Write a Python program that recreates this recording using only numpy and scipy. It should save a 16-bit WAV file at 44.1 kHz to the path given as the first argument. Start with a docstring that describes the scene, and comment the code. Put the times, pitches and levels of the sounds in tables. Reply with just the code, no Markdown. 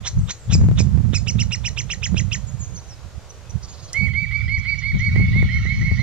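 """A wooded hillside in a gusty breeze. A small bird gives four rasping calls and a run of ten sharp chirps,
made of noisy rasps that lock into arched tones; then a nuthatch whistles a fast trill of gliding, nearly
pure notes that rings in scattered echoes among the trees. Thin slurs and hoarse calls come from farther off.
Shaped noise makes the leaves, a distant rush and the far chorus, and wind that buffets and pops on each
side of the microphone on its own."""
import sys
import numpy as np
from scipy import signal
from scipy.fft import rfft, irfft
from scipy.io import wavfile
from scipy.ndimage import uniform_filter1d

SR = 44100
rng = np.random.default_rng(int(sys.argv[2]) if len(sys.argv) > 2 else 0)


def master(y):
    """Save y as 16-bit WAV."""
    cut = np.clip(np.atleast_2d(y).T, -1, 1)
    pcm = np.round(cut * 32767)  # scale
    wavfile.write(sys.argv[1], SR, pcm.astype(np.int16))


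N = 265702
TIME = np.arange(N) / SR

# Small bird's chirps: (tone onset [s], tone length [s], arch height [Hz], rasp swell time [s],
# relative overtone level [dB])
CHIRPS = [(0.071, 0.015, -4, 0.024, -30), (0.305, 0.016, -3, 0.02, -34.5), (0.527, 0.028, 4, 0.021, -19.5),
          (.791, 0.026, 5, 0.017, -26.5), (1.144, 0.035, 63, 0.012, -21.5),
          (1.272, 0.035, 475, 0.0068, -23.5), (1.392, .037, 480, 0.0065, -25),
          (1.516, 0.038, 433, 0.007, -24.5), (1.647, .039, 516, 0.0074, -25),
          (1.773, 0.039, 788, .007, -26), (1.901, 0.04, 789, 0.0078, -27.5),
          (2.028, 0.041, 936, 0.0068, -25.5), (2.167, 0.04, 943, 0.0097, -27.5),
          (2.316, 0.041, 921, 0.0056, -26)]
# What throat and beak pass of the first voice: (frequency [Hz], level [dB])
LOW_BEAK = [(600, -24), (1500, 17), (2000, 6), (2600, 2), (3100, 3), (3700, -18), (4200, -9), (4800, -35)]
# What throat and beak pass of the second voice: (frequency [Hz], level [dB])
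HIGH_BEAK = [(3200, -39), (4000, 2.5), (4700, -14.5), (5300, 3), (6100, 1), (6800, 3), (7600, -11.5),
             (8200, -12), (9000, -53)]
# Top end of the small bird's whole voice: (frequency [Hz], level [dB])
BEAK_TOP = [(7800, -0.5), (8600, -11), (10500, -29)]
# Colour of the rasp: (frequency [Hz], level [dB])
RASP = [(500, -11.5), (900, -11.5), (1600, -10), (2700, -9), (3700, 0.5), (4200, -43), (4700, -54)]
CHIRP_HZ, CREST_S, DROOP_S = 2574, 0.0095, 0.054  # pitch crests early, then droops ever faster
ARCH_AT, ARCH_WIDTH = 0.51, 0.21  # an arch lifts the middle as the bird warms up (shares of the tone)
FULL_S, FULL_DB, SHORT_DB_PER_S = 0.04, -24, 488  # tones shorter than full length are weaker
# Tones shorter than HOARSE_S turn hoarse and flat
HOARSE_S, HOARSE_ROUGH, HOARSE_SAG, CLEAR_ROUGH = 0.0305, 0.46, 0.1, 0.13
SECOND_VOICE_LAG_S = 0.0095
RASP_DB, RASP_DB_PER_HZ = -28, -0.0065  # the higher the arch, the less rasp
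# A rough buzz inside the rasp climbs toward the tone
SQUEAK_FROM_HZ, SQUEAK_TO_HZ, SQUEAK_DB, SQUEAK_ROUGH = 650, 1904, -4.5, 0.048

# Nuthatch's notes: (onset [s], top pitch [Hz], relative level [dB])
WHISTLES = [(3.934, 2246, -22.5), (4.13, 2284, -22), (4.305, 2289, -21), (4.474, 2261, -21),
            (4.642, 2282, -19), (4.815, 2251, -20.5), (4.99, 2258, -19), (5.15, 2234, -20.5),
            (5.323, 2243, -18.5), (5.484, 2198, -20), (5.647, 2228, -18.5), (5.807, 2218, -19.5),
            (5.966, 2177, -20)]
# Second harmonic of the whistle: (time [s], level [dB])
SECOND_DB = [(3.93, -24), (4.3, -24.5), (4.7, -17.5), (5.05, -21), (5.3, -25), (6.0, -19.5)]
# Breathy edge of a whistle: (frequency [Hz], level [dB])
HUSK = [(1000, -17), (1400, -4), (2400, -21), (3000, 2), (3800, -13.5), (4600, -5), (5500, -41)]
NOTE_S, FIRST_EXTRA_S, SETTLE_S = 0.113, 0.051, 0.22  # first note is drawn out, then the trill settles
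RISE_FIRST, RISE_LAST = 0.38, 0.88  # share of a note spent climbing grows through the trill
FACING_DB, TURN_DB_PER_S = 1.5, -2.5  # the bird turns away from the microphone as it sings

SNAP_S, SNAP_DB = 3.931, -22.5  # one sharp tick just before the trill
# Colour of the tick: (frequency [Hz], level [dB])
SNAP = [(2500, -18), (4000, -22), (5200, 0), (7000, -3.5), (9500, -11), (12000, -41)]

# Thin distant whistles: (onset [s], length [s], start pitch [Hz], end pitch [Hz], relative level [dB])
SLURS = [(0.177, .15, 7860, 7300, -52.5), (0.368, .14, 7760, 6760, -52), (0.593, .095, 6940, 6500, -52),
         (2.461, .05, 7270, 6400, -42), (2.585, .079, 7380, 5900, -36.5), (2.733, .07, 6860, 5620, -39),
         (2.758, 0.016, 3870, 5800, -43), (2.791, 0.0165, 3530, 5230, -48),
         (2.873, .083, 6400, 4740, -44.5), (3.674, .065, 7080, 6230, -44), (3.812, .07, 6730, 5860, -45.5),
         (5.479, 0.17, 3110, 3100, -45), (5.648, .18, 3060, 3100, -48.5)]
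# Runs of short hoarse distant calls: (start [s], end [s], spacing [s], call length [s], centre [Hz],
# width [Hz], relative level [dB])
FAR_RUNS = [(0.181, .22, .2, 0.018, 6200, 500, -44), (3.291, 3.6, 0.2, .028, 6000, 530, -42),
            (3.62, 3.7, .2, .048, 5430, 1310, -40.5), (3.669, 3.91, 0.049, 0.052, 4700, 1210, -47),
            (4.576, 5.05, .202, 0.037, 5910, 630, -42.5), (5.49, 6.0, 0.2, 0.23, 5820, 420, -49.5)]

# What the trees throw back: (frequency [Hz], level [dB])
ECHO = [(1000, 1.5), (1850, 5), (2100, -2.5), (2270, 3), (2600, -7), (4200, 3.5), (5300, -2.5), (7000, 6),
        (9000, -9)]
# Birds as heard on the left side: (frequency [Hz], level [dB])
SHADE = [(1000, -6.5), (2200, -14), (3000, -12), (3900, -3.5), (5000, -5), (6000, -2), (7500, -4)]
LEFT_LAG_S = 0.000053

# Breeze on the left side: (time [s], relative strength [dB])
BREEZE_LEFT = [(0, -44), (0.44, -44), (0.5, -12.5), (0.72, -10), (0.88, -29), (1.46, -46), (1.76, -45.5),
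               (3.99, -48), (4.09, -33), (4.77, -54.5), (4.94, -21), (5.46, -13.5), (5.49, -21),
               (6.02, -26)]
# Breeze on the right side: (time [s], relative strength [dB])
BREEZE_RIGHT = [(0, -28), (.42, -45), (.52, -23), (.95, -13), (1.2, -17), (1.51, -21), (2.06, -26),
                (2.21, -14), (2.26, -20.5), (2.78, -27), (2.81, -37), (3.29, -42), (3.619, -30.5),
                (3.95, -37.5), (4.06, -22.5), (4.77, -24), (5.12, -21), (6.02, -18)]
# Single gusts on top: (peak time [s], length [s], relative strength [dB], left minus right [dB])
GUSTS = [(0.181, 0.06, -13, -13), (0.207, 0.16, -16.5, 29), (0.608, 0.18, -12, -23),
         (0.822, 0.11, -13, -26), (1.398, 0.15, -16, -8), (2.13, 0.093, -13.5, -16),
         (3.056, 0.051, -28, -29), (3.172, 0.043, -27, -27), (3.559, 0.049, -17, -29),
         (4.041, 0.097, -14, -22.5), (4.48, 0.14, -20.5, -4), (4.582, 0.033, -19, 16),
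         (4.959, 0.059, -12.5, 22.5), (5.2, 0.12, -11, -7.5), (5.373, 0.17, -14, -7.5),
         (5.823, 0.097, -15, 19), (5.923, 0.032, -13, 21)]
BREEZE_DB, GUST_DB = -0.5, -0.5  # trims on the tables above
SWING_DB, SWING_HZ = 2, 36  # depth and rate of the breeze's chance swings
# Main eddies on the microphone: (frequency [Hz], level [dB])
WIND = [(15, -35.5), (30, -26), (50, -9.5), (70, 2), (115, 5), (150, -6), (200, -11), (260, -41),
        (400, -57.5), (900, -55), (3000, -100)]
# Slow, large eddies: (frequency [Hz], level [dB])
RUMBLE = [(15, -22.5), (35, -9), (70, 3.5), (110, -0.5), (160, -13.5), (240, -33), (500, -67)]
RUMBLE_DB = -51.5
# Thump of stronger wind: (frequency [Hz], level [dB])
BUFFET = [(90, -22.5), (160, 5.5), (210, -1), (280, -19), (380, -28.5), (700, -58), (2000, -100)]
# Flutter of the strongest gusts: (frequency [Hz], level [dB])
FLUTTER = [(120, -12), (250, 8), (500, -12.5), (1000, -16), (2500, -24), (7000, -71), (14000, -77.5)]

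# Pops of hard gusts on the microphone: (time [s], relative level [dB], left minus right [dB])
POPS = [(0.553, -20.5, 33), (0.614, -24, -9), (.641, -24.5, 19), (.687, -21.5, 10), (0.714, -21.5, 34),
        (.805, -18.5, -23), (.976, -26, -25), (1.134, -22, -31), (2.145, -23, -20), (5.162, -21.5, -21),
        (5.198, -25.5, -21), (5.209, -30.5, -7), (5.362, -29.5, 1), (5.428, -23, -4), (5.655, -32, -14),
        (5.915, -28.5, 17)]
# Colour of a pop: (frequency [Hz], level [dB])
POP = [(60, -7.5), (150, 12.5), (400, -3), (1000, -19), (2500, -31.5), (6000, -41), (15000, -54.5)]
# Lesser pops come by chance, this often at wind strength CRACKLE_WIND_DB
CRACKLE_PER_S, CRACKLE_DB, CRACKLE_WIND_DB = 45, -41.5, -12.5

# Leaves, colour: (frequency [Hz], level [dB])
AIR = [(40, 9), (120, 1.5), (300, -6.5), (900, -11.5), (1900, -10), (3500, -13.5), (6900, -12),
       (8400, -20.5), (12000, -27.5), (15500, -38)]
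# Leaves, loudness: (time [s], level [dB])
AIR_DB = [(0, -48.5), (4.08, -48.5), (4.12, -54), (6.02, -54)]
# Left-right likeness of the background: (frequency [Hz], likeness [0-1])
AIR_SAME = [(100, 0.94), (500, 0.65), (1200, 0.69), (2200, 0.48), (4000, 0.25), (9000, 0.07)]
# Low distant rush, as of a stream, colour: (frequency [Hz], level [dB])
MURMUR = [(150, -11.5), (300, -2.5), (520, 2.5), (800, -3), (1300, -5), (1800, -18), (3000, -46)]
# Distant rush, loudness: (time [s], level [dB])
MURMUR_DB = [(0, -52), (3.0, -51.5), (4.08, -50.5), (4.12, -62), (6.02, -58.5)]
# Far chorus of birds, colour: (frequency [Hz], level [dB])
CHORUS = [(600, -67.5), (1100, -1.5), (1450, 5), (1800, -20), (2500, 3), (3100, 5.5), (4300, 2.5),
          (5000, -1.5), (5900, -4.5), (6700, -10.5), (7400, -32), (9000, -66.5)]
# Far chorus swelling behind the trill: (time [s], level [dB])
CHORUS_DB = [(0, -70), (3.9, -58.5), (4.2, -51), (5.1, -45.5), (5.4, -44.5), (5.8, -44), (6.02, -42.5)]
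EDGE_HZ = 15800  # top of the audible band


def chirps(third_db=-2, jitter=0.19, flutter=0.28, fade_db=11, break_hz=3120, break_rough=0.35, break_db=8):
    """Arched tones of one voice, with a second voice trailing it, heard by its overtones."""
    out = np.zeros(N)
    for s, length, arch_hz, _, high_db in CHIRPS:
        size = int(length * SR)
        u = np.linspace(0, 1, size)
        hoarse = np.clip(2 * (1 - length / HOARSE_S), 0, 1)
        droop = ((u * length - CREST_S) / DROOP_S) ** 2 + HOARSE_SAG * hoarse
        pitch = CHIRP_HZ * (1 - droop) + arch_hz * np.exp(-((u - ARCH_AT) / ARCH_WIDTH) ** 2)
        low_db = FULL_DB - SHORT_DB_PER_S * (FULL_S - length)

        # Unsteady as it sets in, cracking where the arch passes its highest register
        crack = np.exp(-((pitch - break_hz) / 70) ** 2)
        unsteady = CLEAR_ROUGH + HOARSE_ROUGH * hoarse + 0.22 * np.exp(-u / 0.17) + break_rough * crack
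        low_hz, high_hz = (pitch * (1 + jitter * unsteady * wobble(840, size)) for _ in range(2))
        fade = amp(-fade_db * np.maximum(2 * u - 1, 0) ** 0.8)
        pressure = np.sqrt(2) * signal.windows.tukey(size, 0.14) * fade
        low_gain, high_gain = (pressure * (1 + flutter * unsteady * wobble(680, size)) for _ in range(2))

        add(out, s, amp(low_db + read(LOW_BEAK, low_hz)) * low_gain * np.sin(turning(low_hz)))
        second = amp(read(HIGH_BEAK, 2 * high_hz)) * np.sin(2 * turning(high_hz))
        second *= np.minimum(u / 0.074, 1)
        third_hz = 3 * high_hz
        third = amp(third_db + read(HIGH_BEAK, third_hz)) * np.sin(turning(third_hz))
        overtone_gain = amp(high_db - break_db * crack) * high_gain
        add(out, s + SECOND_VOICE_LAG_S, overtone_gain * (second + third))
    return out


def rasps(high_rasp_db=-2, depth=0.29):
    """Noise and buzz swell in uneven puffs before each chirp, then die as the tone takes over."""
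    out = np.zeros(N)
    for s, _, arch_hz, rasp_s, _ in CHIRPS:
        t = np.arange(-2 * rasp_s, 0.012, 1 / SR)
        size = len(t)
        envelope = np.where(t < 0, np.exp(-(t / rasp_s) ** 2), np.exp(-t / 0.0035))
        puffs = unit(1 + np.tanh(depth * wobble(675, size)))
        swell = amp(RASP_DB + RASP_DB_PER_HZ * arch_hz) * envelope * puffs
        add(out, s + t[0], swell * (noise(RASP, size) + amp(SQUEAK_DB) * squeak(size)))
        # Long rasps are brighter
        bright = amp(high_rasp_db + 3.0 * np.log2(rasp_s / 0.0035)) * np.exp(np.minimum(t, 0) / 0.033)
        add(out, s + t[0] + SECOND_VOICE_LAG_S, bright * swell * noise(HIGH_BEAK, size))
    return out


def squeak(size):
    """A rough stack of five harmonics glides upward, coloured like the rasp."""
    hz = np.linspace(SQUEAK_FROM_HZ, SQUEAK_TO_HZ, size) * (1 + SQUEAK_ROUGH * wobble(600, size))
    return unit(sum(amp(read(RASP, k * hz)) * np.sin(k * turning(hz)) for k in range(1, 6)))


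def whistles(scoop=0.16, drop=0.24, fall_from=0.78, lean=0.041, drift=0.0045,
             third_db=-40, edge_db=-12, onset_db=-20, waver_db=2, weaken_db=4):
    """Nearly pure notes scoop up, hold and fall; returns sound toward the microphone and into the trees."""
    direct, around = np.zeros((2, N))
    first_s, last_s = WHISTLES[0][0], WHISTLES[-1][0]
    for s, top_hz, db in WHISTLES:
        sung_s = s - first_s
        size = int((NOTE_S + FIRST_EXTRA_S * np.exp(-sung_s / SETTLE_S)) * SR)
        u = np.linspace(0, 1, size)

        rise = RISE_FIRST + (RISE_LAST - RISE_FIRST) * np.sqrt(sung_s / (last_s - first_s))
        climb = scoop * np.maximum(1 - u / rise, 0) ** 2.9
        climb += lean * (rise - RISE_FIRST) * np.maximum(1 - u / fall_from, 0)
        sag = climb + drop * np.maximum((u - fall_from) / (1 - fall_from), 0) ** 1.35
        unsteady = 0.002 * wobble(110, size) + drift * wobble(25.6, size)
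        phase = turning(top_hz * (1 - sag + unsteady))

        # Overtones come with the full pressure in the middle of the note
        second_db = np.interp(s, *np.transpose(SECOND_DB))
        overtones = amp(second_db) * np.sin(2 * phase) + amp(third_db) * np.sin(3 * phase)
        overtones *= np.sin(np.pi * u)
        tone_gain = np.sqrt(2) * amp(edge_db * sag / scoop + waver_db * wobble(49, size))
        tone = tone_gain * (np.sin(phase) + overtones)
        husk = amp(onset_db) * np.exp(-u / 0.23) * noise(HUSK, size)

        # Notes weaken from start to end, the more so when they climb quickly
        swell = amp(db + weaken_db * (rise - 1.13) * (2 * u - 1.5))
        note = swell * signal.windows.tukey(size, 0.16) * (tone + husk)
        add(direct, s, amp(FACING_DB + TURN_DB_PER_S * sung_s) * note)
        add(around, s, note)
    return direct, around


def snap(decay_s=0.0053):
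    """One dry, bright tick of decaying noise."""
    out, t = np.zeros(N), np.arange(1024) / SR
    add(out, SNAP_S, amp(SNAP_DB) * np.exp(-t / decay_s) * noise(SNAP, len(t)))
    return out


def far_birds():
    """Thin whistles glide in pitch; short hoarse calls are tones roughened by fast chance swings."""
    out = np.zeros(N)
    for s, length, start_hz, end_hz, db in SLURS:
        size = int(length * SR)
        hz = np.linspace(start_hz, end_hz, size) * (1 + 0.0061 * wobble(200, size))
        add(out, s, amp(db) * np.sqrt(2) * signal.windows.tukey(size, 0.6) * np.sin(turning(hz)))
    for start, end, spacing, length, hz, width_hz, db in FAR_RUNS:
        size = int(length * SR)
        for s in np.arange(start, end, spacing):
            call = unit(wobble(width_hz, size) * np.sin(turning(np.full(size, hz))))
            add(out, s, amp(db) * signal.windows.tukey(size, 0.7) * call)
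    return out


def forest(direct, around, wet_db, t60, spread, first_s, edge_s, edge_db):
    """Trunks scatter echoes, with a cluster from the forest edge; the left side is later and shaded."""
    t = np.arange(SR) / SR
    taps = rng.standard_normal((2, SR)) * (rng.random((2, SR)) < 1500 / SR)  # about 1500 echoes a second
    cluster = 1 + amp(edge_db) * np.exp(-((t - edge_s) / 0.0019) ** 2)
    taps *= amp(-60 * t / t60) * np.clip(t / first_s - 0.5, 0, 1) * cluster
    thrown = colour(around, ECHO)
    shared, apart = (amp(wet_db) * signal.fftconvolve(thrown, k / np.linalg.norm(k))[:N] for k in taps)

    hz = np.fft.rfftfreq(N, 1 / SR)
    shade = amp(read(SHADE, hz)) * np.exp(-2j * np.pi * hz * LEFT_LAG_S)
    left = irfft(rfft(direct + shared + spread * apart) * shade, N)
    return np.array([left, direct + shared])


def wind_force():
    """Strength of the wind on each side: the breeze with its chance swings, plus bell-shaped gusts."""
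    power = np.zeros((2, N))
    for side, breeze in enumerate((BREEZE_LEFT, BREEZE_RIGHT)):
        power[side] = (level(breeze) * amp(BREEZE_DB + SWING_DB * wobble(SWING_HZ, N))) ** 2
    for s, length, db, pan_db in GUSTS:
        bell = amp(GUST_DB + db) * np.exp(-(2 * (TIME - s) / length) ** 2)
        power += np.outer(sides(pan_db), bell) ** 2
    return np.sqrt(power)


def wind(force, buffet_db=-6.5, buffet_growth=2.12, flutter_db=-22, flutter_growth=4.5,
         strong_db=-13, quicken=0.25):
    """Eddies thump on one side: slow in light air, smaller as it strengthens; the strongest gusts flutter."""
    eddies, slow = evened(noise(WIND, N)), evened(noise(RUMBLE, N))
    strength = np.minimum(force / amp(strong_db), 1)
    brisk = strength ** quicken
    thump = force * (brisk * eddies + np.sqrt(1 - brisk ** 2) * slow)
    buffet = amp(buffet_db + strong_db) * strength ** buffet_growth * noise(BUFFET, N)
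    flutter = amp(flutter_db + strong_db) * strength ** flutter_growth * abs(eddies) * noise(FLUTTER, N)
    return thump + buffet + flutter + amp(RUMBLE_DB) * noise(RUMBLE, N)


def evened(x):
    """Divides by the running loudness to even out chance peaks and lulls."""
    return unit(x / np.sqrt(uniform_filter1d(x ** 2, size=1500) + 0.11))


def pops(force, pop_db=8.5):
    """Brief overloads: a sharp edge with a low push behind it; lesser ones crackle in strong wind."""
    size = 2048
    log_gain = np.log(amp(read(POP, abs(np.fft.fftfreq(size, 1 / SR)))))
    # Minimum phase puts the energy right at the onset
    pulse = np.fft.ifft(np.exp(np.conj(signal.hilbert(log_gain)))).real
    pulse /= abs(pulse).max()
    chance = CRACKLE_PER_S / SR * (force / amp(CRACKLE_WIND_DB)) ** 2
    kicks = amp(CRACKLE_DB) * rng.standard_normal((2, N)) * (rng.random((2, N)) < chance)
    for s, db, pan_db in POPS:
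        kicks[:, round(s * SR)] += amp(db) * np.sqrt(2) * sides(pan_db) * rng.choice([-1, 1])
    return amp(pop_db) * signal.oaconvolve(kicks, pulse[None], axes=1)[:, :N]


def air():
    """Shaped noise: a soft hush of leaves, a distant rush, and the blur of many far birds."""
    leaves = pair(AIR) * level(AIR_DB)
    rush = patchy(pair(MURMUR), depth_db=2) * level(MURMUR_DB)
    chorus = patchy(pair(CHORUS), depth_db=5) * level(CHORUS_DB) * amp([[-2], [0]])  # softer on the left
    return leaves + rush + chorus


def pair(points):
    """Noise of a given spectrum on both sides, partly alike."""
    same = np.clip(read(AIR_SAME, np.fft.rfftfreq(N, 1 / SR)), 0, 1)
    a, b = noise(points, N), noise(points, N)
    return np.array([a, irfft(same * rfft(a) + np.sqrt(1 - same ** 2) * rfft(b), N)])


def patchy(x, depth_db):
    """Lets narrow bands swell and fade by chance."""
    z = signal.stft(x, nperseg=1024, noverlap=768)[2]
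    patches = uniform_filter1d(rng.standard_normal(z.shape[1:]), size=6, axis=0)  # across frequency
    patches = unit(uniform_filter1d(patches, size=16, axis=1))  # across time
    return unit(signal.istft(z * amp(depth_db * patches), nperseg=1024, noverlap=768)[1][:, :N])


def amp(db):
    """Decibels to gain."""
    return 10 ** (np.asarray(db) / 20)


def unit(x):
    """Scales to an rms of one."""
    return x / np.sqrt(np.mean(x ** 2) + 1e-20)


def read(points, hz):
    """Reads a spectrum table on a log-frequency axis."""
    f, value = np.transpose(points)
    return np.interp(np.log(hz + 1), np.log(f + 1), value)


def level(points):
    """A table of (time [s], level [dB]) as a gain for every sample."""
    return amp(np.interp(TIME, *np.transpose(points)))


def colour(x, points):
    """Filters by a spectrum table."""
    size = x.shape[-1]
    return irfft(rfft(x) * amp(read(points, np.fft.rfftfreq(size, 1 / SR))), size)


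def noise(points, size):
    """Noise of a given spectrum, at an rms of one."""
    return unit(colour(rng.standard_normal(size), points))


def wobble(hz, size):
    """Smooth chance swings up to about a given rate."""
    f = np.fft.rfftfreq(size, 1 / SR)
    return unit(irfft(rfft(rng.standard_normal(size)) * np.exp(-(f / hz) ** 2), size))


def turning(hz):
    """Phase of a tone that follows a pitch curve."""
    return 2 * np.pi * np.cumsum(hz) / SR


def sides(pan_db):
    """Left and right gains of total power one."""
    return unit(amp([pan_db / 2, -pan_db / 2])) / np.sqrt(2)


def add(mix, s, sound):
    """Mixes a sound in at a time in seconds."""
    part = mix[max(round(s * SR), 0):][:len(sound)]
    part += sound[:len(part)]


def scene():
    """Birds among the trees, with wind on the microphone."""
    near = colour(chirps() + rasps(), BEAK_TOP) + snap()
    far = far_birds()
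    # Times in seconds
    birds = forest(near, near, wet_db=-15.5, t60=0.23, spread=0.95, first_s=0.0059, edge_s=0.042, edge_db=-1.5)
    birds += forest(*whistles(), wet_db=-6.0, t60=1.0, spread=0.37, first_s=0.0017, edge_s=0.0664, edge_db=-1)
    birds += forest(far, far, wet_db=-12.0, t60=0.52, spread=0.46, first_s=0.0084, edge_s=0.045, edge_db=-7.0)
    force = wind_force()
    gusty = np.array([wind(side) for side in force])
    return birds + gusty + pops(force) + air()


def record(dry):
    """The hardest gusts saturate softly; the sound fades in and out; then the treble is band-limited."""
    held = dry / (1 + (dry / 0.88) ** 6) ** (1 / 6)
    faded = held * signal.windows.tukey(N, 0.004)
    lowpass = signal.firwin(511, EDGE_HZ, window=("kaiser", 9), fs=SR)
    return signal.oaconvolve(faded, lowpass[None], "same", axes=1)


dry = scene()
out = record(dry)
master(out)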